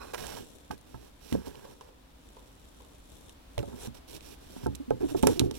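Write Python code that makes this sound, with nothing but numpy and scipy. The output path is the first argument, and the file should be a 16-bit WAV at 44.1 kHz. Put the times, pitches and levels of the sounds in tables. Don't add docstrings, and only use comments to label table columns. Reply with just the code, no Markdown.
import sys
import numpy as np
from scipy import signal
from scipy.fft import rfft, irfft, next_fast_len
from scipy.io import wavfile
from scipy.ndimage import map_coordinates

SR = 44100
rng = np.random.default_rng(int(sys.argv[2]) if len(sys.argv) > 2 else 0)


def persist_wave(psi):
    counts = np.round(np.clip(psi, -1, 1) * 32767).astype(np.int16)
    wavfile.write(sys.argv[1], SR, np.atleast_2d(counts).T)


N = 246145

# time_s, level_db
ROOM_LEVEL = [(0, -54.5), (1.8, -57), (2.4, -55), (3, -55.5), (3.5, -53.5), (5.5, -52)]
# frequency_hz, gain_db
ROOM_SPECTRUM = [(15, -14.5), (35, -5), (56, 2), (85, -11), (125, -14), (200, -15.5), (280, -9), (380, -22),
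                 (520, -19), (900, -20.5), (2000, -28), (3500, -28), (7000, -37), (16000, -39)]
# frequency_hz, correlation
ROOM_LIKENESS = [(60, 0.98), (130, 0.99), (290, 0.3), (640, 0), (15000, 0)]
# start_s, length_s, hiss_db, scrape_db, drag_db, swell_db
FINGER_STROKES = [(0, 0.11, -56.5, -48, -53, -5.5), (0.132, 0.013, -40, -32.5, -56, 0.5),
                  (0.168, 0.22, -43, -41.5, -44.5, -3.5), (0.397, 0.043, -53.5, -61, -48, -7),
                  (0.705, 0.043, -52.5, -48.5, -44, -15), (0.856, 0.23, -61, -63, -57.5, 1),
                  (1.197, 0.14, -51.5, -56, -55, 14), (1.325, 0.41, -58, -54.5, -52.5, -4.5),
                  (1.455, 0.027, -52.5, -56, -43.5, -3), (1.801, 0.093, -63, -59, -65, -6),
                  (3.587, 0.025, -54, -47, -39.5, -6), (3.67, 0.079, -62, -56.5, -45, -6),
                  (3.752, 0.11, -51.5, -52, -54, 11.5), (3.941, 0.035, -50.5, -54, -54, -3),
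                  (4.072, 0.095, -48, -57.5, -48.5, 4), (4.22, 0.12, -50.5, -59, -54, 1),
                  (4.395, 0.26, -55.5, -60.5, -53, 10.5), (4.999, 0.055, -56, -49, -34.5, 0),
                  (5.077, 0.031, -46, -48, -44, 7), (5.16, 0.039, -44.5, -50, -36.5, 1.5),
                  (5.227, 0.024, -39.5, -38, -31, -6), (5.266, 0.019, -36, -26.5, -21.5, -13),
                  (5.287, 0.087, -45, -49.5, -36.5, -6), (5.421, 0.042, -53.5, -55, -32, 8),
                  (5.535, 0.057, -47, -65, -44, 5)]
# frequency_hz, gain_db
HISS_SPECTRUM = [(900, -30), (1900, -7.5), (2700, 2.5), (3900, 2.5), (4800, -1), (5700, -0.5), (6700, -6.5),
                 (7800, -5.5), (9700, -5.5), (13000, -2.5), (16000, -5.5)]
SCRAPE_SPECTRUM = [(200, -33), (430, 15), (600, 7), (900, 7), (1200, 0.5), (1700, -1.5), (2200, -7.5),
                   (4000, -21.5)]
DRAG_SPECTRUM = [(30, -8), (70, -4.5), (120, -2), (170, -5), (280, -3), (420, 1), (600, -18), (1000, -69)]
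# centre_hz, width_hz, boost_db
SHELL_RESONANCES = [(957, 56, 3), (1230, 20, -9), (1610, 140, 5.5), (1810, 29, 0), (2424, 280, 5),
                    (2980, 410, 2.5), (4100, 980, 2.5), (5680, 700, 8.5), (7480, 940, 8), (9650, 1120, 9),
                    (11720, 240, 9)]
# frequency_hz, gain_db
LEFT_PORT_GAIN = [(60, -5), (400, -3.5), (700, -4.5), (1000, -10), (1400, -8.5), (2400, -22.5), (8000, -42)]
# frequency_hz, lead_rad
LEFT_PORT_LEAD = [(40, 1.14), (90, 1.76), (200, 2.155), (420, 2.495), (700, 2.07), (1000, 1.15),
                  (1400, 0.01)]
# time_s, level_db
SQUEAK_LEVEL = [(0, -51), (.022, -43.5), (.05, -55), (.11, -51), (.14, -67), (.2, -120)]
# centre_hz, half_width_hz, gain_db
SQUEAK_RESONANCES = [(1105, 74, 2), (1460, 110, -2), (2510, 87, -5), (4100, 84, -4), (4430, 57, -22),
                     (5280, 55, -6)]
# start_s, length_s, level_db, fizz_share
CLOTH_SWISHES = [(0, 0.12, -59, 0), (3.016, 0.31, -61, 0.3), (3.788, 0.07, -48.5, 0.53),
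                 (3.933, 0.04, -64, 0.05), (4.079, 0.093, -54, 0.2), (4.19, 0.15, -60, 0.25),
                 (4.375, 0.2, -65, 0.15), (5.037, 0.11, -52.5, 0.15), (5.16, 0.14, -50, 0.2),
                 (5.258, 0.06, -45, 0.1), (5.4, 0.05, -60, 0.1), (5.54, 0.044, -51.5, 0.1)]
# frequency_hz, gain_db
CLOTH_SPECTRUM = [(500, 23), (1800, -15), (3600, 12), (4800, -5), (5700, 2.5), (6800, 3), (9700, 1.5),
                  (13000, 0), (16000, -6)]
FIZZ_SPECTRUM = [(2000, -30), (5000, -11), (7000, -2), (9000, 3), (13000, -2), (16000, -3)]
# start_s, level_db, left_minus_right_db, ping_hz
NAIL_TICKS = [(0.1465, -31.5, -29, 2900), (0.18, -38, -25, 2530), (0.268, -31.5, -33, 7900),
              (0.7125, -37.5, -18.6, 2573), (0.779, -63, 12, 9800), (0.812, -65, 11, 9400),
              (1.3268, -31, -22, 1980), (1.555, -45, -11, 3060), (1.81, -47, -24, 2793),
              (3.2946, -46, 0, 3070), (3.5802, -30.5, -11, 2070), (3.5913, -33.5, -21, 2800),
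              (3.629, -46, -20, 3840), (3.8724, -43, -2, 5652), (4.208, -43.5, -15, 2600),
              (4.6677, -39.5, -26, 8800), (4.7509, -37.5, -7, 7800), (4.7547, -35.5, -25, 7800),
              (4.9056, -40, -23, 2440), (5.2276, -26, -12, 8660), (5.233, -29, -17, 2520),
              (5.271, -14.5, -29, 7570), (5.3948, -14, -11, 3920), (5.398, -26.5, -23, 3860),
              (5.41, -37, -13, 3130), (5.5114, -33.5, -27, 5540)]
# frequency_hz, gain_db
TICK_SPECTRUM = [(300, -64), (1200, -6), (2000, -0.5), (2700, 0), (3900, 3.5), (4700, -4), (5700, -1.5),
                 (8000, -6), (10000, -1.5), (13000, -8), (16000, -11)]
# start_s, ring_db, ring_hz, thump_db, rap_db, rap_hz
CASE_KNOCKS = [(0.703, -38, 205, -46, -56, 890), (0.708, -68, 210, -43, -35, 1060),
               (0.944, -43, 283, -40.5, -45.5, 820), (1.324, -24, 270, -30.5, -47, 855),
               (1.343, -26.5, 303, -37, -51, 683), (1.351, -26.5, 362, -58, -47, 935),
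               (1.47, -38.5, 410, -46, -49, 760), (3.578, -30, 513, -26.5, -39.5, 683),
               (3.592, -36.5, 370, -40, -54, 683), (3.63, -34.5, 392, -37, -43, 690),
               (3.728, -40.5, 254, -45, -51, 880), (3.874, -36, 257, -36, -55, 706),
               (4.564, -38.5, 263, -56, -50, 683), (4.633, -40, 265, -35, -51, 683),
               (4.661, -23.5, 298, -37, -33.5, 810), (4.672, -26, 285, -29, -47, 834),
               (4.907, -19.5, 400, -32, -32, 770), (4.917, -33, 308, -30.5, -52, 850),
               (5.147, -31.5, 342, -40, -36, 744), (5.231, -15.5, 360, -39, -27.5, 750),
               (5.238, -23, 300, -30, -29.5, 694), (5.27, -21, 386, -36, -27, 880),
               (5.4, -22, 305, -28, -44, 910), (5.416, -22.5, 288, -24.5, -48, 850),
               (5.511, -34.5, 346, -47, -49, 716)]
# pitch_hz, level_db, t60_s
CASE_MODES = [(66.2, 11.5, 0.31), (94.2, 12, 0.12), (123.6, 14.5, 0.19), (189, -5, 0.24), (206.8, -6, 0.11),
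              (251.2, -1, 0.14), (290.2, -10.5, 0.16), (333.7, -6, 0.095), (394, 0, 0.035),
              (442, -1, 0.056), (491, -2.5, 0.05), (563.7, -2.5, 0.094), (657, 5, 0.017), (707, 3, 0.063),
              (868, -4.5, 0.12), (901, 4, 0.051), (1082, -3.5, 0.055), (1277, 2.5, 0.045),
              (1590, 8.5, 0.036)]
# start_s, level_db
DOOR_TAPS = [(1.546, -56), (1.651, -49), (1.81, -50), (1.885, -57), (2.368, -53), (2.803, -56.5),
             (3.296, -70), (3.679, -53.5)]
# frequency_hz, gain_db
DOOR_SPECTRUM = [(150, -35), (350, -3.5), (500, 11.5), (700, -8.5), (1000, 8.5), (1500, -30),
                 (3000, -12.5), (8000, -24.5), (16000, -38)]
# frequency_hz, t60_s
HALLWAY_DECAY = [(150, 1), (1000, 0.4), (4000, 0.14), (12000, 0.49)]
# start_s, length_s, slip_hz, level_db
FINGER_JUDDERS = [(4.696, 0.029, 270, -39.5), (4.798, 0.01, 277, -32.5), (4.878, 0.015, 260, -35.1),
                  (5.005, 0.0061, 323, -24), (5.029, 0.0052, 345.5, -21), (5.037, 0.012, 285, -24.2),
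                  (5.108, 0.012, 282, -30), (5.145, 0.016, 355.7, -22.5), (5.278, 0.017, 421, -21.5),
                  (5.359, 0.027, 343, -34), (5.434, 0.014, 351, -25.5), (5.458, 0.0079, 330, -30),
                  (5.497, 0.027, 407, -41.5)]


def amp(db):
    return 10 ** (np.asarray(db) / 20)


def unit(x):
    return x / np.sqrt(np.mean(x ** 2) + 1e-20)


def burst(x, seconds):
    return x * np.sqrt(seconds * SR / (np.sum(x ** 2) + 1e-20))


def fade(t, t60):
    return np.exp(-np.log(1000) * t / t60)


def along(points, hz):
    frequencies, values = np.transpose(points)
    return np.interp(np.log(hz + 1), np.log(frequencies + 1), values)


def gain_curve(points):
    return amp(np.interp(np.arange(N) / SR, *np.transpose(points)))


def wobble(rate):
    knots = rng.standard_normal(int(N * rate / SR) + 4)
    return map_coordinates(knots, [np.arange(N) * rate / SR])


def filtered(x, response):
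    n = x.shape[-1]
    padded = next_fast_len(n + SR // 8)
    hz = np.fft.rfftfreq(padded, 1 / SR)
    return irfft(rfft(x, padded) * response(hz), padded)[..., :n]


def coloured(x, spectrum):
    return unit(filtered(x, lambda hz: amp(along(spectrum, hz))))


def add(track, start_s, sound):
    start = round(start_s * SR)
    span = track[..., start:start + sound.shape[-1]]
    span += sound[..., :span.shape[-1]]


def peak(hz, centre_hz, width_hz):
    return 1 / (1 + (2 * (hz - centre_hz) / width_hz) ** 2)


def shell_db(hz):
    return sum(db * peak(hz, centre, width) for centre, width, db in SHELL_RESONANCES)


def friction(spectrum, grain_db, grain_rate):
    slips = rng.standard_normal(N) * amp(grain_db * wobble(grain_rate))
    return unit(filtered(slips, lambda hz: amp(along(spectrum, hz) + shell_db(hz))))


def stroke(length_s, attack_s, swell_db, t60):
    t = np.arange(SR) / SR
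    onset = np.clip(t / attack_s, 0, 1)
    progress = np.clip(t / length_s, 0, 1)
    return onset * amp(swell_db * (progress - .5)) * fade(np.maximum(t - length_s, 0), t60)


def room_tone():
    def mid_and_side(hz):
        angle = np.arccos(np.clip(along(ROOM_LIKENESS, hz), -1, 1)) / 2
        return np.array([np.cos(angle), np.sin(angle)])

    noise = coloured(rng.standard_normal((2, N)), ROOM_SPECTRUM)
    mid, side = filtered(noise, mid_and_side)
    return gain_curve(ROOM_LEVEL) * unit(np.array([mid + side, mid - side]))


def finger_rubbing(grip_s=0.0066, grip_share=0.044, pressure_swing_db=1.0):
    hiss, scrape, drag = np.zeros((3, N))
    for start_s, length_s, hiss_db, scrape_db, drag_db, swell_db in FINGER_STROKES:
        attack_s = grip_s + grip_share * length_s
        add(hiss, start_s, amp(hiss_db) * stroke(length_s, attack_s, swell_db, t60=0.08))
        add(scrape, start_s, amp(scrape_db) * stroke(length_s, attack_s, swell_db, t60=0.091))
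        add(drag, start_s, amp(drag_db) * stroke(length_s, attack_s, swell_db, t60=0.19))
    pressure = amp(pressure_swing_db * wobble(rate=45))
    return pressure * (hiss * friction(HISS_SPECTRUM, grain_db=1.8, grain_rate=500)
                       + scrape * friction(SCRAPE_SPECTRUM, grain_db=2.0, grain_rate=170)
                       + drag * friction(DRAG_SPECTRUM, grain_db=2.0, grain_rate=78))


def skin_squeak():
    def resonances(hz):
        return sum(amp(db) * peak(hz, centre, 2 * half) for centre, half, db in SQUEAK_RESONANCES)

    return gain_curve(SQUEAK_LEVEL) * unit(filtered(rng.standard_normal(N), resonances))


def clothes(stir_db=-66.5, stir_swing_db=5.5, right_db=-2):
    soft = amp(stir_db + stir_swing_db * wobble(rate=3.52))
    bright = np.zeros(N)
    for start_s, length_s, level_db, fizz_share in CLOTH_SWISHES:
        swish = amp(level_db) * stroke(length_s, attack_s=0.24 * length_s, swell_db=4, t60=0.1)
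        add(soft, start_s, swish)
        add(bright, start_s, fizz_share * swish)
    left, right = (soft * friction(CLOTH_SPECTRUM, grain_db=5, grain_rate=400)
                   + bright * friction(FIZZ_SPECTRUM, grain_db=4, grain_rate=400) for _ in range(2))
    return np.array([left, amp(right_db) * right])


def nail_ticks(rattle_db=-21, ping_db=-5, slope_db_per_octave=3, shell_share=0.56):
    out, t = np.zeros((2, N)), np.arange(SR // 12) / SR
    envelope = fade(t, t60=0.0056) + amp(rattle_db) * fade(t, t60=0.079)
    for start_s, level_db, left_db, ping_hz in NAIL_TICKS:
        def colour(hz):
            off_ping_db = slope_db_per_octave * np.abs(np.log2((hz + 1) / ping_hz))
            return amp(along(TICK_SPECTRUM, hz) + shell_share * shell_db(hz) - off_ping_db)

        cracks = filtered(rng.standard_normal((2, len(t))) * envelope, colour)
        ping = amp(ping_db) * unit(np.sin(2 * np.pi * ping_hz * t) * fade(t, t60=0.0085))
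        left, right = (burst(unit(crack) + ping, seconds=0.002) for crack in cracks)
        add(out, start_s, amp(level_db) * np.array([amp(left_db) * left, right]))
    return out


def case_knocks(thump_below_hz=160, rap_above_hz=620, focus_per_octave=1.42, attack_s=0.00051,
                scatter_db=2, detune=0.0272, tail_db=-26):
    out, t = np.zeros(N), np.arange(SR // 3) / SR
    hz, mode_db, t60 = np.transpose(CASE_MODES)
    thump, rap = hz < thump_below_hz, hz > rap_above_hz
    ring = ~thump & ~rap
    onset = 1 - np.exp(-(t / attack_s) ** 2)
    low_tail = amp(tail_db) * np.outer(~rap, fade(t, t60=0.64))
    decay = fade(t, t60[:, None]) + low_tail
    for start_s, ring_db, ring_hz, thump_db, rap_db, rap_hz in CASE_KNOCKS:
        size, pitch, offset = rng.standard_normal((3, len(hz)))
        centre_hz = np.where(thump, hz, np.where(ring, ring_hz, rap_hz))
        nearness = np.exp(-(focus_per_octave * np.log2(hz / centre_hz)) ** 2)
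        gain = amp(mode_db + scatter_db * size) * nearness
        phase = 2 * np.pi * np.outer(hz * (1 + detune * pitch), t)
        push = 0.33 * np.sin(phase) * fade(t, t60=0.0086)
        ringing = np.sin(phase + np.pi * offset[:, None]) * decay
        modes = gain[:, None] * (push + ringing) * onset
        for group, level_db in ((thump, thump_db), (ring, ring_db), (rap, rap_db)):
            add(out, start_s, amp(level_db) * burst(modes[group].sum(axis=0), seconds=0.017))
    return out


def door_taps(echo_db=-2):
    out = np.zeros((2, N))
    for start_s, level_db in DOOR_TAPS:
        hz, frame_s, bands = signal.stft(rng.standard_normal((2, SR // 2)), SR, nperseg=256)
        band_decay = fade(frame_s, along(HALLWAY_DECAY, hz)[:, None])
        _, echo = signal.istft(bands * band_decay, SR, nperseg=256)
        t = np.arange(echo.shape[1]) / SR
        direct = rng.standard_normal(echo.shape) * fade(t, t60=0.045)
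        tap = coloured(unit(direct) + amp(echo_db) * unit(echo), DOOR_SPECTRUM)
        add(out, start_s, amp(level_db) * burst(tap, seconds=0.067))
    return out


def finger_judders(rise_s=0.0026, waver=0.089, grip_db=2, overtone_db=-20, knots_per_s=100):
    out, t = np.zeros(N), np.arange(SR // 6) / SR
    onset = 1 - np.exp(-(t / rise_s) ** 2)
    for start_s, length_s, slip_hz, level_db in FINGER_JUDDERS:
        drift, grip = (map_coordinates(row, [t * knots_per_s]) for row in rng.standard_normal((2, 20)))
        phase = 2 * np.pi * np.cumsum(slip_hz * (1 + waver * drift)) / SR
        shake = np.sqrt(2) * (np.sin(phase) + amp(overtone_db) * np.sin(2 * phase))
        envelope = onset * fade(np.maximum(t - length_s, 0), t60=0.093)
        add(out, start_s, amp(level_db + grip_db * grip) * envelope * shake)
    return out


def through_case(vibration):
    def left_port(hz):
        return amp(along(LEFT_PORT_GAIN, hz)) * np.exp(1j * along(LEFT_PORT_LEAD, hz))

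    return np.array([filtered(vibration, left_port), vibration])


def scene():
    handling = finger_rubbing() + skin_squeak() + case_knocks() + finger_judders()
    airborne = room_tone() + clothes() + nail_ticks() + door_taps()
    return through_case(handling) + airborne


def record(dry):
    return filtered(dry, lambda hz: hz < 16200)


dry = scene()
out = record(dry)
persist_wave(out)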